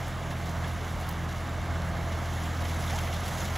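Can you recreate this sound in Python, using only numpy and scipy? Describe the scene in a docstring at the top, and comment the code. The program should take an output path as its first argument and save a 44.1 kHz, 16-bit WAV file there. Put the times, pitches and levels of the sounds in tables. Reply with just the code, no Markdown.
"""A six-cylinder diesel hums at its firing rate and other orders of its cycle: a crop harvester,
some way off in tall dry cane, heard outdoors through a phone's two microphone ports.
Sine tones make the engine, the hum an octave up and the whining shafts; shaped noise makes the
roar of fans and cutters, its hollow howl, and the low rumble that comes and goes.
Dry leaves and stalks are noise cut into crackles, snaps and ticks; brief tones slide up as squeaks."""
import sys
import numpy as np
from scipy import signal
from scipy.fft import rfft, irfft, next_fast_len
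from scipy.io import wavfile
from scipy.ndimage import uniform_filter1d

SR = 44100
rng = np.random.default_rng(int(sys.argv[2]) if len(sys.argv) > 2 else 0)


def bounce(signal):
    """Save signal as a 16-bit WAV file at the path given by the first command-line argument."""
    frames = np.transpose(np.atleast_2d(signal))
    limited = np.clip(frames, -1, 1)
    pcm = np.round(limited * 32767).astype(np.int16)
    wavfile.write(sys.argv[1], SR, pcm)


def volts_from_db(level):
    """Convert decibel levels to linear amplitude ratios."""
    exponent = np.asarray(level, float) / 20
    return 10 ** exponent


N = 157437  # length in samples
STEP, SNAP_SAMPLES, FRAME = 256, 8192, 2048  # samples: control step, longest snap, port filter frame


def evened(x):
    """Scales to rms 1."""
    return x / np.sqrt(np.mean(x ** 2) + 1e-20)


def read(points, hz):
    """Reads a two-column table at the given frequencies, on a log-frequency axis."""
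    f, value = np.transpose(points)
    return np.interp(np.log(hz + 1), np.log(f + 1), value)


def curve(rows, axis=1):
    """One column of a time table, drawn as straight lines through every sample."""
    rows = np.array(rows)
    return np.interp(np.arange(N) / SR, rows[:, 0], rows[:, axis])


def slow(top_hz):
    """Slow wander of rms 1: sines from 0.4 Hz to top_hz with random phases, the slower ones larger."""
    t = np.arange(0, N + STEP, STEP) / SR
    rates = np.geomspace(.4, top_hz, num=20)
    x = sum(np.sin(2 * np.pi * (f * t + rng.random())) / np.sqrt(f) for f in rates)
    return np.interp(np.arange(N) / SR, t, evened(x - x.mean()))


def sine(hz, start=0):
    """Sine of rms 1 that follows a frequency curve; start is in turns."""
    return np.sqrt(2) * np.sin(2 * np.pi * (np.cumsum(hz) / SR + start))


def coloured(x, spectrum):
    """Filters by a spectrum table."""
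    size = next_fast_len(len(x))
    gain = volts_from_db(read(spectrum, np.fft.rfftfreq(size, 1 / SR)))
    return irfft(rfft(x, size) * gain, size)[:len(x)]


def noise(spectrum, patchy_db, flicker_db, size=512):
    """Noise of rms 1 with drifting patches and a flicker shared by all bands."""
    frames = 4 * N // size + 5
    real, imaginary, patches = rng.standard_normal((frames, size // 2 + 1, 3)).T
    patches = uniform_filter1d(patches, size=6, axis=0)  # across frequency
    patches = evened(uniform_filter1d(patches, size=16, axis=1))  # along time
    flicker = evened(uniform_filter1d(rng.standard_normal(frames), size=8))
    z = (real + 1j * imaginary) * volts_from_db(patchy_db * patches + flicker_db * flicker)
    hiss = signal.istft(z, nperseg=size, noverlap=3 * size // 4)[1][:N]
    return evened(coloured(hiss, spectrum))


# firing tone of the diesel: time_s, firing_hz, level_db
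ENGINE_FIRING = [(0, 84.55, -40), (.3, 84.3, -38.5), (.55, 83.67, -34.5), (1.1, 84, -36.5), (1.5, 84, -36),
                 (1.85, 83.67, -33), (2.25, 83.7, -34.5), (2.7, 83.4, -32), (3.1, 83.73, -33.5),
                 (3.35, 84, -38), (3.57, 84.3, -34)]


def firings():
    """Running count of firings: the firing rate summed over time."""
    return np.cumsum(curve(ENGINE_FIRING)) / SR


# other orders of the engine cycle: order (multiple of the cycle rate), level_db, waver_db
CYCLE_ORDERS = [(3, -44, 0), (7, -68, 11), (8, -60.5, -6), (9, -41.5, 0.3), (10, -54, -1), (18, -57, 2.5)]
CYLINDERS, OPPOSED_ORDER = 6, 9


def engine():
    """Orders of the cycle; multiples of half the firing rate stay in step, so firings alternate."""
    out = volts_from_db(curve(ENGINE_FIRING, axis=2)) * np.sin(2 * np.pi * firings())
    for order, db, waver_db in CYCLE_ORDERS:
        turns = order * firings() / CYLINDERS
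        turns += rng.random() * (2 * order % CYLINDERS > 0)  # the remaining orders start anywhere
        turns += .5 * (order == OPPOSED_ORDER)
        out = out + volts_from_db(db + waver_db * slow(3.63)) * np.sin(2 * np.pi * turns)
    return np.sqrt(2) * out


# hum about an octave above the firing tone, swelling and fading: time_s, pitch_hz, level_db
HUM_PATH = [(0, 170, -65), (.15, 167.4, -60), (.27, 165.7, -45), (.5, 166.4, -40.5), (.68, 169.3, -45),
            (.8, 165.5, -54), (1.0, 165.9, -44.5), (1.22, 166.7, -39), (1.4, 166, -57),
            (1.65, 166.7, -43.5), (1.95, 167.2, -40), (2.2, 165, -50), (2.42, 166.2, -43),
            (2.65, 167.2, -46.5), (2.9, 166.8, -42), (3.12, 166.3, -49.5), (3.35, 168.3, -42.5),
            (3.57, 168, -53)]


def octave_hum():
    """A clean tone on its own pitch and level curve."""
    return volts_from_db(curve(HUM_PATH, axis=2)) * sine(curve(HUM_PATH))


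# shaft and pump tones: pitch_hz, level_db, drift_hz, waver_db
SHAFT_TONES = [(159.7, -53.5, 1.3, 1.5), (187.1, -55.5, 0.39, 1), (210.3, -59, 1.1, 2),
               (266.4, -60.5, 1.02, 2.5), (320.3, -55, 0.83, 1), (358.6, -69, 0.77, 6.5)]


def shafts():
    """Faint sine tones that drift in pitch and level."""
    out = np.zeros(N)
    for hz, db, drift_hz, waver_db in SHAFT_TONES:
        level = volts_from_db(db + waver_db * slow(3.1))
        out += level * sine(hz + drift_hz * slow(1.903), rng.random())
    return out


# colour of the fans, cutters and casing: pitch_hz, density_db (relative, per Hz)
ROAR_COLOUR = [(25, -22), (36, -4), (52, 0), (72, 0), (100, -2), (190, -1.5), (300, -9), (440, -10),
               (600, -6.5), (690, -4), (760, -6.5), (940, -8.5), (1200, -7.5), (1400, -11), (1600, -9.5),
               (1900, -13), (2150, -12), (2320, -17), (2480, -23), (2700, -19), (3600, -21.5), (4600, -28),
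               (7000, -30), (15700, -40), (15850, -100)]
# their loudness: time_s, level_db
ROAR_LOUDNESS = [(0, -37), (.3, -37.5), (.7, -37.5), (1.1, -37), (1.35, -38), (1.8, -36.5), (2.3, -37),
                 (2.7, -36), (3.1, -36.5), (3.57, -36)]
ROAR_PATCHY_DB, ROAR_FLICKER_DB, FIRING_THROB = 0.89, 0.15, 0.03  # throb is a share of amplitude


def roar():
    """Broad noise, throbbing slightly with each firing."""
    throb = 1 + FIRING_THROB * np.cos(2 * np.pi * firings())
    return volts_from_db(curve(ROAR_LOUDNESS)) * throb * noise(ROAR_COLOUR, ROAR_PATCHY_DB, ROAR_FLICKER_DB)


HOWL_HZ, HOWL_WANDER_HZ, HOWL_WIDTH_HZ = 693.4, 30.04, 68
HOWL_DB, HOWL_WAVER_DB = -55, 2


def howl():
    """Hollow howl in the roar: noise in a resonance whose centre wanders."""
    centre = np.exp(2j * np.pi * np.cumsum(HOWL_HZ + HOWL_WANDER_HZ * slow(5)) / SR)
    r = np.exp(-np.pi * HOWL_WIDTH_HZ / SR)
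    real, imaginary = rng.standard_normal((2, N))
    # narrow noise about 0 Hz, from a doubled pole, is then moved up to the centre
    band = signal.lfilter([1], np.convolve([1, -r], [1, -r]), real + 1j * imaginary)
    return volts_from_db(HOWL_DB + HOWL_WAVER_DB * slow(6)) * evened((centre * band).real)


# colour of the dry leaves: pitch_hz, density_db (relative, per Hz)
LEAF_COLOUR = [(600, -28), (1500, -10), (2150, 3), (2480, -4), (2750, -0.5), (3600, 1.5), (4600, -4),
               (6200, 0), (8000, -5.5), (11000, -5), (13000, -7), (15000, -12), (15700, -20), (15850, -70)]
# loudness of the leaves: time_s, level_db
LEAF_LOUDNESS = [(0, -49), (.22, -54), (.48, -50.5), (.58, -51), (.85, -50.5), (1.1, -52), (1.23, -53.5),
                 (1.4, -52.5), (1.55, -54.5), (1.9, -53.5), (2.2, -49.5), (2.45, -46), (2.55, -49),
                 (2.7, -46), (2.82, -45.5), (3, -43.5), (3.2, -45.5), (3.4, -42), (3.57, -47)]
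LEAF_PATCHY_DB, LEAF_FLICKER_DB = 2, 1.5
CRACKLES_PER_S, CRACKLE_S, CRACKLE_SPREAD_DB = 370, 0.001, 5.5
CRACKLE_DB, CLUMP_DB = -9, -1.5  # crackle against the rustle; depth of the clumps


def leaves():
    """Rustling noise with clumps of short crackles of uneven size."""
    struck = rng.random(N) < CRACKLES_PER_S / SR
    size = struck * volts_from_db(CRACKLE_SPREAD_DB * np.minimum(rng.exponential(1, N), 5))
    t = np.arange(STEP) / SR
    bursts = signal.oaconvolve(size * volts_from_db(CLUMP_DB * slow(18)), t * np.exp(-t / CRACKLE_S))[:N]
    crackle = evened(coloured(bursts * rng.standard_normal(N), LEAF_COLOUR))
    rustle = noise(LEAF_COLOUR, LEAF_PATCHY_DB, LEAF_FLICKER_DB, size=256)
    return volts_from_db(curve(LEAF_LOUDNESS)) * evened(rustle + volts_from_db(CRACKLE_DB) * crackle)


def cracks(rows, shape, grainy_db):
    """One burst of leaf-coloured noise per row, duller or brighter, broken into grains."""
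    out = np.zeros(N + SNAP_SAMPLES)
    for start_s, db, tilt_db in rows:
        grain, lumps = rng.standard_normal((2, SNAP_SAMPLES))
        colour = [(hz, level_db + tilt_db * np.log2(hz / 6000)) for hz, level_db in LEAF_COLOUR]
        lumps = evened(uniform_filter1d(lumps, size=90))
        lumps = evened(volts_from_db(grainy_db * lumps))
        at = round(start_s * SR)
        out[at:at + SNAP_SAMPLES] += volts_from_db(db) * shape * lumps * evened(coloured(grain, colour))
    return out[:N]


# stalks snapping: start_s, level_db (before SNAP_DB), brightness_db_per_octave
STALK_SNAPS = [(0.0758, -41, 10), (0.3026, -36, -3), (0.455, -38, 0), (0.4894, -37.5, 3), (0.637, -36, -10),
               (0.675, -40, 3), (0.8875, -45, 3), (1.0074, -38, 2), (1.085, -39, 10), (1.2864, -35, -1),
               (2.1186, -33, -5), (2.4556, -39, 0.1), (2.6463, -32, -5.5), (2.6834, -35.5, 1),
               (2.8968, -28, -4.5), (2.9241, -33, -12), (2.9816, -27.5, -7.5), (3.0694, -29, -13),
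               (3.1251, -31, -3), (3.2524, -33, 1), (3.2819, -35, 3), (3.4117, -32.5, -11),
               (3.4394, -34, -1), (3.5543, -30, -3)]
# sharp dry ticks: start_s, level_db (before TICK_DB), brightness_db_per_octave
DRY_TICKS = [(0.0777, -42, 5), (0.4703, -39, 5), (0.6769, -42, 5), (0.8819, -41, 3), (1.0011, -38, 5),
             (1.0705, -38, 10), (1.0879, -39, 2), (1.0921, -28, 9), (1.1125, -36, 11), (1.1265, -34, 5),
             (2.3376, -41, 5), (2.4568, -41, 5), (2.6838, -44, 5), (2.9075, -36, -1), (2.9896, -28, 8),
             (3.2465, -44, 5), (3.259, -45, 3), (3.2824, -33, 5), (3.4116, -38, 5)]
SNAP_RISE_S, SNAP_T60_S, SNAP_DB, SNAP_GRAINY_DB = 0.0066, 0.036, -5, 2.5
SPLINTER_T60_S, SPLINTER_DB = 0.17, -5.5  # level against the crunch
TICK_T60_S, TICK_DB = 0.0059, -1.5


def snaps():
    """Stalks crunch with a soft rise and a splintering tail; ticks are sharp and short."""
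    t = np.arange(SNAP_SAMPLES) / SR
    crunch = np.exp(-np.log(1000) * t / SNAP_T60_S)  # falls 60 dB in the T60
    splinter = volts_from_db(SPLINTER_DB) * np.exp(-np.log(1000) * t / SPLINTER_T60_S)
    snap = np.minimum(t / SNAP_RISE_S, 1) * (crunch + splinter)
    tick = np.exp(-np.log(1000) * t / TICK_T60_S)
    stalks = volts_from_db(SNAP_DB) * cracks(STALK_SNAPS, snap, SNAP_GRAINY_DB)
    return stalks + volts_from_db(TICK_DB) * cracks(DRY_TICKS, tick, 0)


# squeaks sliding up: start_s, length_s, from_hz, to_hz, level_db, overtone_db (the octave)
SQUEAK_SLIDES = [(.637, .022, 1560, 1850, -45, -5), (2.913, 0.068, 651, 1010, -39.8, -12),
                 (3.1, 0.049, 622, 800, -46, -15)]
SQUEAK_ROUGH = .15  # rms share of amplitude


def squeaks():
    """Brief rough tones, each with its octave, that slide upward."""
    out = np.zeros(N)
    for start_s, length_s, from_hz, to_hz, db, overtone_db in SQUEAK_SLIDES:
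        u = np.arange(0, 1, 1 / (length_s * SR))  # progress through the squeak
        wobble = evened(uniform_filter1d(rng.standard_normal(STEP * 20), size=150))
        rough = 1 + SQUEAK_ROUGH * wobble[:len(u)]
        angle = 2 * np.pi * np.cumsum(from_hz + (to_hz - from_hz) * u) / SR
        tone = np.sin(angle) + volts_from_db(overtone_db) * np.sin(2 * angle)
        swell = np.sqrt(2 * np.sin(np.pi * u))
        out[round(start_s * SR):][:len(u)] += volts_from_db(db) * swell * rough * tone
    return out


# colour of the low rumble: pitch_hz, density_db (relative, per Hz)
RUMBLE_COLOUR = [(20, -58), (35, -21), (50, 0), (65, -2), (78, -3), (110, -33), (200, -120)]
# its loudness: time_s, level_db
RUMBLE_LOUDNESS = [(0, -58), (.5, -50), (.9, -45), (1.4, -50), (1.65, -42), (2.05, -43), (2.17, -61),
                   (2.7, -54), (2.95, -44), (3.2, -53), (3.57, -49)]


def rumble():
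    """Low lumpy noise that comes and goes."""
    return volts_from_db(curve(RUMBLE_LOUDNESS)) * evened(coloured(rng.standard_normal(N), RUMBLE_COLOUR))


def scene():
    """The sum of all sources, the same in both channels."""
    machine = engine() + octave_hum() + shafts() + roar() + howl()
    mix = machine + leaves() + snaps() + squeaks() + rumble()
    return np.array([mix, mix])


def roll_off(x):
    """The treble ends steeply here."""
    return signal.sosfilt(signal.butter(12, 16900, fs=SR, output="sos"), x)


# balance of the two microphone ports: pitch_hz, left_minus_right_db
PORT_BALANCE = [(60, 1.5), (110, -2.5), (200, -1), (380, -2), (700, -2.0), (1290, -3.0), (2380, -1.5),
                (4400, 0.5), (8120, -0.5), (15000, 0.5)]
# how alike the ports hear: pitch_hz, likeness (1 is the same signal)
PORT_LIKENESS = [(30, 0.85), (100, 0.97), (1000, 0.98), (5000, 0.98), (8000, 1), (15000, .993)]
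PORT_DELAY_S, WIDE_FROM_HZ, IN_STEP_HZ = .000232, 7500, 6850  # delay acts above WIDE_FROM_HZ


def record(dry):
    """Two microphone ports: slightly unlike and unevenly loud, with a small delay in the treble."""
    hz, _, z = signal.stft(dry, SR, nperseg=FRAME)
    phase = np.where(hz > WIDE_FROM_HZ, -2 * np.pi * (hz - IN_STEP_HZ) * PORT_DELAY_S, 0)[:, None]
    same = np.clip(read(PORT_LIKENESS, hz), 0, 1)[:, None]
    scatter = np.exp(2j * np.pi * rng.random(z[0].shape))
    apart = np.sqrt((1 - same) / (1 + same)) * abs(z[0]) * scatter
    # each port takes half of the balance and half of the phase
    port = volts_from_db(read(PORT_BALANCE, hz) / 2)[:, None] * np.exp(.5j * phase)
    ports = np.array([(z[0] + apart) * port, (z[1] - apart) / port])
    mix = signal.istft(ports, SR, nperseg=FRAME)[1][:, :N]
    return roll_off(mix)


dry = scene()
out = record(dry)
bounce(out)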